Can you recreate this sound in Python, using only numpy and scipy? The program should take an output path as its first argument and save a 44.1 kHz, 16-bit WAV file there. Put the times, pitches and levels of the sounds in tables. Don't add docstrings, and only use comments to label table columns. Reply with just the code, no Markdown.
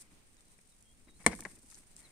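import sys
import numpy as np
from scipy import signal
from scipy.fft import rfft, irfft
from scipy.io import wavfile

SR = 44100
rng = np.random.default_rng(int(sys.argv[2]) if len(sys.argv) > 2 else 0)


def transcribe(signal):
    frames = np.atleast_2d(signal).T
    limited = np.clip(frames, -1, 1)
    pcm = np.round(limited * 32767).astype(np.int16)
    wavfile.write(sys.argv[1], SR, pcm)


N = 93095


def amp(db):
    return 10 ** (np.asarray(db) / 20)


def unit_rms(x):
    return x / np.sqrt(np.mean(x ** 2) + 1e-20)


def lookup(table, hz):
    freq_hz, value = np.transpose(table)
    return np.interp(np.log(hz + 1), np.log(freq_hz + 1), value)


def clock(length_s):
    return np.arange(int(length_s * SR)) / SR


def pan(left_right_db):
    return amp(np.array([[.5], [-.5]]) * left_right_db)


def add(mix, start_s, sound):
    part = mix[:, max(round(start_s * SR), 0):][:, :sound.shape[-1]]
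    part += sound[..., :part.shape[1]]


def bins_hz(x):
    return np.fft.rfftfreq(x.shape[-1], 1 / SR)


def colour(x, spectrum, pitch_ratio=1):
    gain = amp(lookup(spectrum, bins_hz(x) / pitch_ratio))
    return unit_rms(irfft(rfft(x) * gain, x.shape[-1]))


def flat_noise(t):
    return unit_rms(irfft(np.exp(2j * np.pi * rng.random(len(t) // 2 + 1)), len(t)))


def gritty_noise(t):
    return flat_noise(t) * rng.exponential(1, len(t))


def wander(progress, points):
    return np.interp(progress, np.linspace(0, 1, points), rng.standard_normal(points))


# freq_hz, correlation
STEREO_COHERENCE = [(30, .6), (130, 0.35), (290, 0.78), (640, 0.24), (1400, 0), (3000, 0)]


def diffuse_noise(t):
    left, other = rfft(flat_noise(t)), rfft(flat_noise(t))
    likeness = np.clip(lookup(STEREO_COHERENCE, bins_hz(t)), -1, 1)
    right = likeness * left + np.sqrt(1 - likeness ** 2) * other
    return irfft(np.array([left, right]), len(t))


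# freq_hz, density_db
AIR_SPECTRUM = [(20, 6), (50, -1.5), (100, -5), (220, -5.5), (450, -15), (900, -18.5), (1500, -20.5),
                (2200, -18.5), (3100, -21.5), (5000, -24), (7000, -24.5), (9000, -21.5), (10800, -33),
                (15500, -32)]
# freq_hz, density_db
GUST_SPECTRUM = [(20, 1.5), (70, -2.5), (120, -10), (220, -9), (500, -22.5), (2000, -46.5), (15000, -68.5)]
AIR_DB, AIR_SWELL_DB = -65, -1.5
GUST_PEAK_S, GUST_WIDTH_S, GUST_DB = 1.25, .35, -63


def wind():
    t = np.arange(N) / SR
    waves = [np.sin(2 * np.pi * (hz * t + rng.random())) / np.sqrt(hz) for hz in np.geomspace(.5, 12, 20)]
    swell = amp(AIR_DB + AIR_SWELL_DB * unit_rms(sum(waves)))
    gust_envelope = amp(GUST_DB) * np.exp(-((t - GUST_PEAK_S) / GUST_WIDTH_S) ** 2)
    gust = colour(diffuse_noise(t), GUST_SPECTRUM) * gust_envelope
    return colour(diffuse_noise(t), AIR_SPECTRUM) * swell + gust


# start_s, length_s, start_hz, middle_hz, end_hz, level_db
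BIRD_WHISTLES = [(.365, 0.057, 4150, 3650, 3600, -74), (0.448, 0.13, 4100, 3950, 4000, -75),
                 (0.704, 0.038, 4000, 3850, 3360, -72), (0.838, 0.098, 3280, 3213, 3310, -73.5),
                 (1.061, .13, 4040, 3790, 4540, -72), (2.031, .042, 4215, 4060, 3400, -62.5)]
FLUTTER_DEPTH_DB, FLUTTER_DEPTH_HZ = 2.5, 44.4


def bird():
    out = np.zeros((2, N))
    for start_s, length_s, start_hz, middle_hz, end_hz, level_db in BIRD_WHISTLES:
        progress = clock(length_s) / length_s
        glide = np.polyfit([0, .5, 1], [start_hz, middle_hz, end_hz], 2)
        pitch_hz = np.polyval(glide, progress) + FLUTTER_DEPTH_HZ * wander(progress, points=24)
        gain = amp(level_db + FLUTTER_DEPTH_DB * wander(progress, points=12))
        arch = np.sqrt(np.sin(np.pi * progress))
        add(out, start_s, gain * arch * np.sin(2 * np.pi * np.cumsum(pitch_hz) / SR))
    return out


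def distance_blur(x, t60_s=0.057):
    t = clock(0.071)
    paths = diffuse_noise(t) * amp(-60 * t / t60_s)
    return signal.fftconvolve(x, paths / np.linalg.norm(paths[0]), axes=1)[:, :N]


# freq_hz, density_db
STRAW_SPECTRUM = [(500, -29.5), (2200, -19), (3200, -20.5), (5500, -12), (7200, -9.5), (8700, -1),
                  (9700, -4.5), (10800, -17), (13500, -21), (15500, -33)]
# time_s, level_db
RUSTLE_ENVELOPE = [(0, -64), (0.013, -49), (0.039, -69), (.09, -72.5), (.13, -66), (.2, -75), (.38, -67),
                   (.95, -69.5), (1.14, -71.5), (1.24, -59.5), (1.34, -57), (1.42, -52.5), (1.445, -57),
                   (1.47, -61), (1.52, -58.5), (1.58, -66.5), (1.68, -61.5), (1.77, -58), (1.81, -65),
                   (1.95, -68), (1.985, -58), (2.04, -62), (2.11, -69.5)]
# start_s, level_db, pitch_ratio, left_right_db
STALK_SNAPS = [(.006, -49, 1, -3), (.021, -45.5, 1, 4), (.368, -55.5, 0.78, 8), (.407, -57, .9, 15),
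               (0.764, -66, .85, -23), (0.825, -53, 1, -6), (1.351, -39.5, 0.99, 2),
               (1.406, -30.5, .98, 3.5), (1.429, -53, 1, 4), (1.436, -47, 0.98, 6),
               (1.7005, -45, 0.88, 9.5), (1.713, -47, 0.71, 3), (1.7325, -53, .85, 12),
               (1.7445, -45, 0.76, 6), (1.753, -46, .9, 8), (1.965, -42, 0.94, 3), (1.981, -53, 0.75, 7),
               (2.016, -61, 1, 3)]
GRAINS_PER_S, GRAIN_SPREAD_DB, CLUMP_DB = 1800, 2.5, 3
STALK_ATTACK_S, STALK_T60_S = 0.00053, 0.011


def grass():
    sizes = amp(GRAIN_SPREAD_DB * np.minimum(rng.exponential(1, (2, N)), 5))
    signs = rng.choice([-1, 1], (2, N))
    grains = sizes * signs * (rng.random((2, N)) < GRAINS_PER_S / SR)
    clumps = amp(CLUMP_DB * wander(np.arange(N) / N, points=220))
    rustle_db = np.interp(np.arange(N) / SR, *np.transpose(RUSTLE_ENVELOPE))
    out = colour(grains * clumps, STRAW_SPECTRUM) * amp(rustle_db)
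    t = clock(.04)
    attack = np.minimum(t / STALK_ATTACK_S, 1)
    for start_s, level_db, pitch_ratio, left_right_db in STALK_SNAPS:
        snap = colour(diffuse_noise(t), STRAW_SPECTRUM, pitch_ratio)
        add(out, start_s, pan(left_right_db) * snap * attack * amp(level_db - 60 * t / STALK_T60_S))
    return out


# freq_hz, left_right_db
PORT_BALANCE = [(200, 0.5), (1200, -2.5), (2100, 27), (3300, 9), (5500, 14.5), (7500, 5), (9000, -2),
                (15000, -9)]
PORT_LAG_S, PORT_LAG_ABOVE_HZ = 0.00013, 2200


def mic_ports(x):
    hz = bins_hz(x)
    spectra = rfft(x) * pan(lookup(PORT_BALANCE, hz))
    spectra[0] *= np.exp(-2j * np.pi * PORT_LAG_S * np.maximum(hz - PORT_LAG_ABOVE_HZ, 0))
    return irfft(spectra, len(x))


# start_s, level_db
HOOF_STEPS = [(0.114, -61), (1.07, -55.5), (1.204, -67), (1.393, -47), (1.53, -54.5), (1.574, -56),
              (1.63, -57.5)]
# freq_hz, density_db
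TURF_SPECTRUM = [(30, -0.5), (70, -1), (130, -6.5), (250, 2), (450, -14), (1200, -25), (5000, -42.5)]
# start_s, length_s, level_db
HOOF_SCUFFS = [(.0, 0.084, -73), (0.111, 0.011, -73), (0.587, 0.0077, -66.5), (1.07, 0.032, -69.5),
               (1.194, 0.036, -62), (1.241, 0.014, -56), (1.306, .04, -49.5), (1.497, 0.033, -67),
               (1.564, 0.0174, -68), (1.719, .012, -62.5), (1.766, 0.022, -67), (1.831, 0.0079, -69),
               (1.975, 0.14, -69.5)]
# freq_hz, density_db
SOIL_SPECTRUM = [(100, 2), (300, 1), (700, -4.5), (1100, -3), (1500, -6.5), (2200, -7), (2900, -16.5),
                 (6000, -16), (15000, -41.5)]
STEP_ATTACK_S, STEP_T60_S = 0.0042, 0.12


def hooves():
    out, t = np.zeros((2, N)), clock(.2)
    for start_s, level_db in HOOF_STEPS:
        envelope = np.minimum(t / STEP_ATTACK_S, 1) * amp(level_db - 60 * t / STEP_T60_S)
        add(out, start_s, colour(flat_noise(t), TURF_SPECTRUM) * envelope)
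    for start_s, length_s, level_db in HOOF_SCUFFS:
        grit = colour(gritty_noise(t), SOIL_SPECTRUM)
        arch = np.sqrt(abs(np.sin(np.pi * np.minimum(t / length_s, 1))))
        add(out, start_s, mic_ports(grit) * amp(level_db) * arch)
    return out


# freq_hz, density_db
SCATTER_SPECTRUM = [(60, 6), (150, 3.5), (230, -4), (350, 7), (1000, 4.5), (1400, 1.5), (2000, -4),
                    (3000, -2.5), (4500, -8.5), (8500, -16.5), (15000, -7.5)]
# freq_hz, t60_s
SCATTER_DECAY = [(100, .55), (300, 0.33), (1000, 0.15), (2200, 0.3), (8000, 0.44)]


def ground_scatter(x, gain_db=-21):
    noise = colour(diffuse_noise(clock(.7)), SCATTER_SPECTRUM)
    hz, time_s, bands = signal.stft(noise, SR, nperseg=256)
    decay = amp(-60 * time_s / lookup(SCATTER_DECAY, hz)[:, None])
    tail = signal.istft(bands * decay, SR, nperseg=256)[1]
    return signal.fftconvolve(x, tail / np.linalg.norm(tail[0]) * amp(gain_db), axes=1)[:, :N]


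def click(spectrum, t):
    log_gain = np.log(amp(lookup(spectrum, abs(np.fft.fftfreq(len(t), 1 / SR)))))
    return np.fft.ifft(np.exp(np.conj(signal.hilbert(log_gain)))).real


# freq_hz, density_db
CRACK_SPECTRUM = [(150, -18), (330, 6), (600, -5), (1100, -3.5), (1350, -16.5), (2200, -8), (3000, -20),
                  (4500, -14.5), (6500, -3.5), (8600, 2.5), (9800, -15), (11500, -32), (15500, -38)]
# freq_hz, density_db
GRIND_SPECTRUM = [(100, -11), (300, -2), (1000, 7), (1400, -2.5), (2200, -12), (3200, -9.5), (6000, -11.5),
                  (8800, 0), (10500, -18.5), (13000, -10.5), (15500, -33)]
SNAP_DB, SNAP_LAG_S = 3, .0002
GRATE_DB, GRATE_T60_S = -15.5, .021
GRIND_DB, GRIND_T60_S = -29.5, 0.083


def horn_contact(t, grind_gain_db):
    snap = amp(SNAP_DB) * np.roll(click(CRACK_SPECTRUM, t), round(SNAP_LAG_S * SR))
    grate = colour(flat_noise(t), CRACK_SPECTRUM) * amp(GRATE_DB - 60 * t / GRATE_T60_S)
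    grind = colour(gritty_noise(t), GRIND_SPECTRUM) * amp(GRIND_DB + grind_gain_db - 60 * t / GRIND_T60_S)
    return mic_ports(snap + grate + grind) * (t < t[-1] / 2)


def mode(t, hz, level_db, t60_s, rise_cycles):
    rise = 1 - np.exp(-(t * hz / rise_cycles) ** 2)
    return amp(level_db - 60 * t / t60_s) * rise * np.sin(2 * np.pi * hz * t)


# pitch_hz, level_db, t60_s, left_right_db
HORN_MODES = [(318.6, -26, 0.053, 2), (430, -18.5, 0.032, 0), (500, -25, 0.032, -0.5),
              (638, -26, 0.031, -0.5), (703, -26, 0.053, 0), (810, -32, .06, 1.5), (916, -30.5, .07, 2.5),
              (1018, -23.5, 0.0395, 0), (1100, -26.5, 0.039, 5), (1600, -25.5, .025, 0),
              (1806, -19.5, .024, 8), (2160, -18, 0.023, 15.5), (2300, -18, .022, 16.5),
              (4180, -32, 0.019, 3), (5414, -15.5, 0.0027, 8.5), (6700, -26.5, 0.012, 5.5),
              (8700, -12, .013, -2)]
# pitch_hz, level_db, t60_s
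SKULL_MODES = [(184.4, -24.5, 0.11), (226.6, -7, 0.047)]
# start_s, level_db, lowpass_hz, highpass_hz, pitch_ratio, horn_db, skull_db, left_right_db
HORN_BLOWS = [(1.2635, 0.5, 13300, 59.7, 0.98, 0, -2, -0.5), (1.3302, -21, 2130, 450, 0.95, 0.5, 4, -2),
              (1.3905, -20.5, 1300, 795, .8, -6.5, -31, -5.5),
              (1.4229, -27, 2130, 1200, 0.99, -2, -4.5, -4), (1.451, -5, 1760, 3000, .92, -2.5, -28, -2),
              (1.4563, -18.5, 2080, 447, .84, -6.5, -4, -1.5)]


def horn_clash():
    out, t = np.zeros((2, N)), clock(.3)
    for blow in HORN_BLOWS:
        start_s, level_db, lowpass_hz, highpass_hz, pitch_ratio, horn_db, skull_db, left_right_db = blow
        crack = horn_contact(t, grind_gain_db=horn_db)
        ring = sum((-1) ** k * pan(side_db) * mode(t, hz * pitch_ratio, db + horn_db, t60_s, rise_cycles=.92)
                   for k, (hz, db, t60_s, side_db) in enumerate(HORN_MODES))
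        thud = sum(mode(t, hz * pitch_ratio, db + skull_db, t60_s, rise_cycles=2.1)
                   for hz, db, t60_s in SKULL_MODES)
        highpass = signal.butter(1, highpass_hz, "high", fs=SR)
        lowpass = signal.butter(2, lowpass_hz, fs=SR)
        clack = signal.lfilter(*highpass, crack + ring)
        knock = signal.lfilter(*lowpass, clack + thud)
        add(out, start_s, amp(level_db) * pan(left_right_db) * knock)
    body_shock = mode(t, hz=61.65, level_db=-14.5, t60_s=0.068, rise_cycles=1.5)
    add(out, HORN_BLOWS[0][0], body_shock)
    return out


def scene():
    clash = horn_clash()
    return clash + ground_scatter(clash) + hooves() + grass() + wind() + distance_blur(bird())


def record(dry, ceiling_db=-1, cutoff_hz=15650):
    clipped = amp(ceiling_db) * np.tanh(dry / amp(ceiling_db))
    lowpass = signal.firwin(511, cutoff_hz, window=("kaiser", 9), fs=SR)
    return signal.oaconvolve(clipped, lowpass[None], "same")


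dry = scene()
out = record(dry)
transcribe(out)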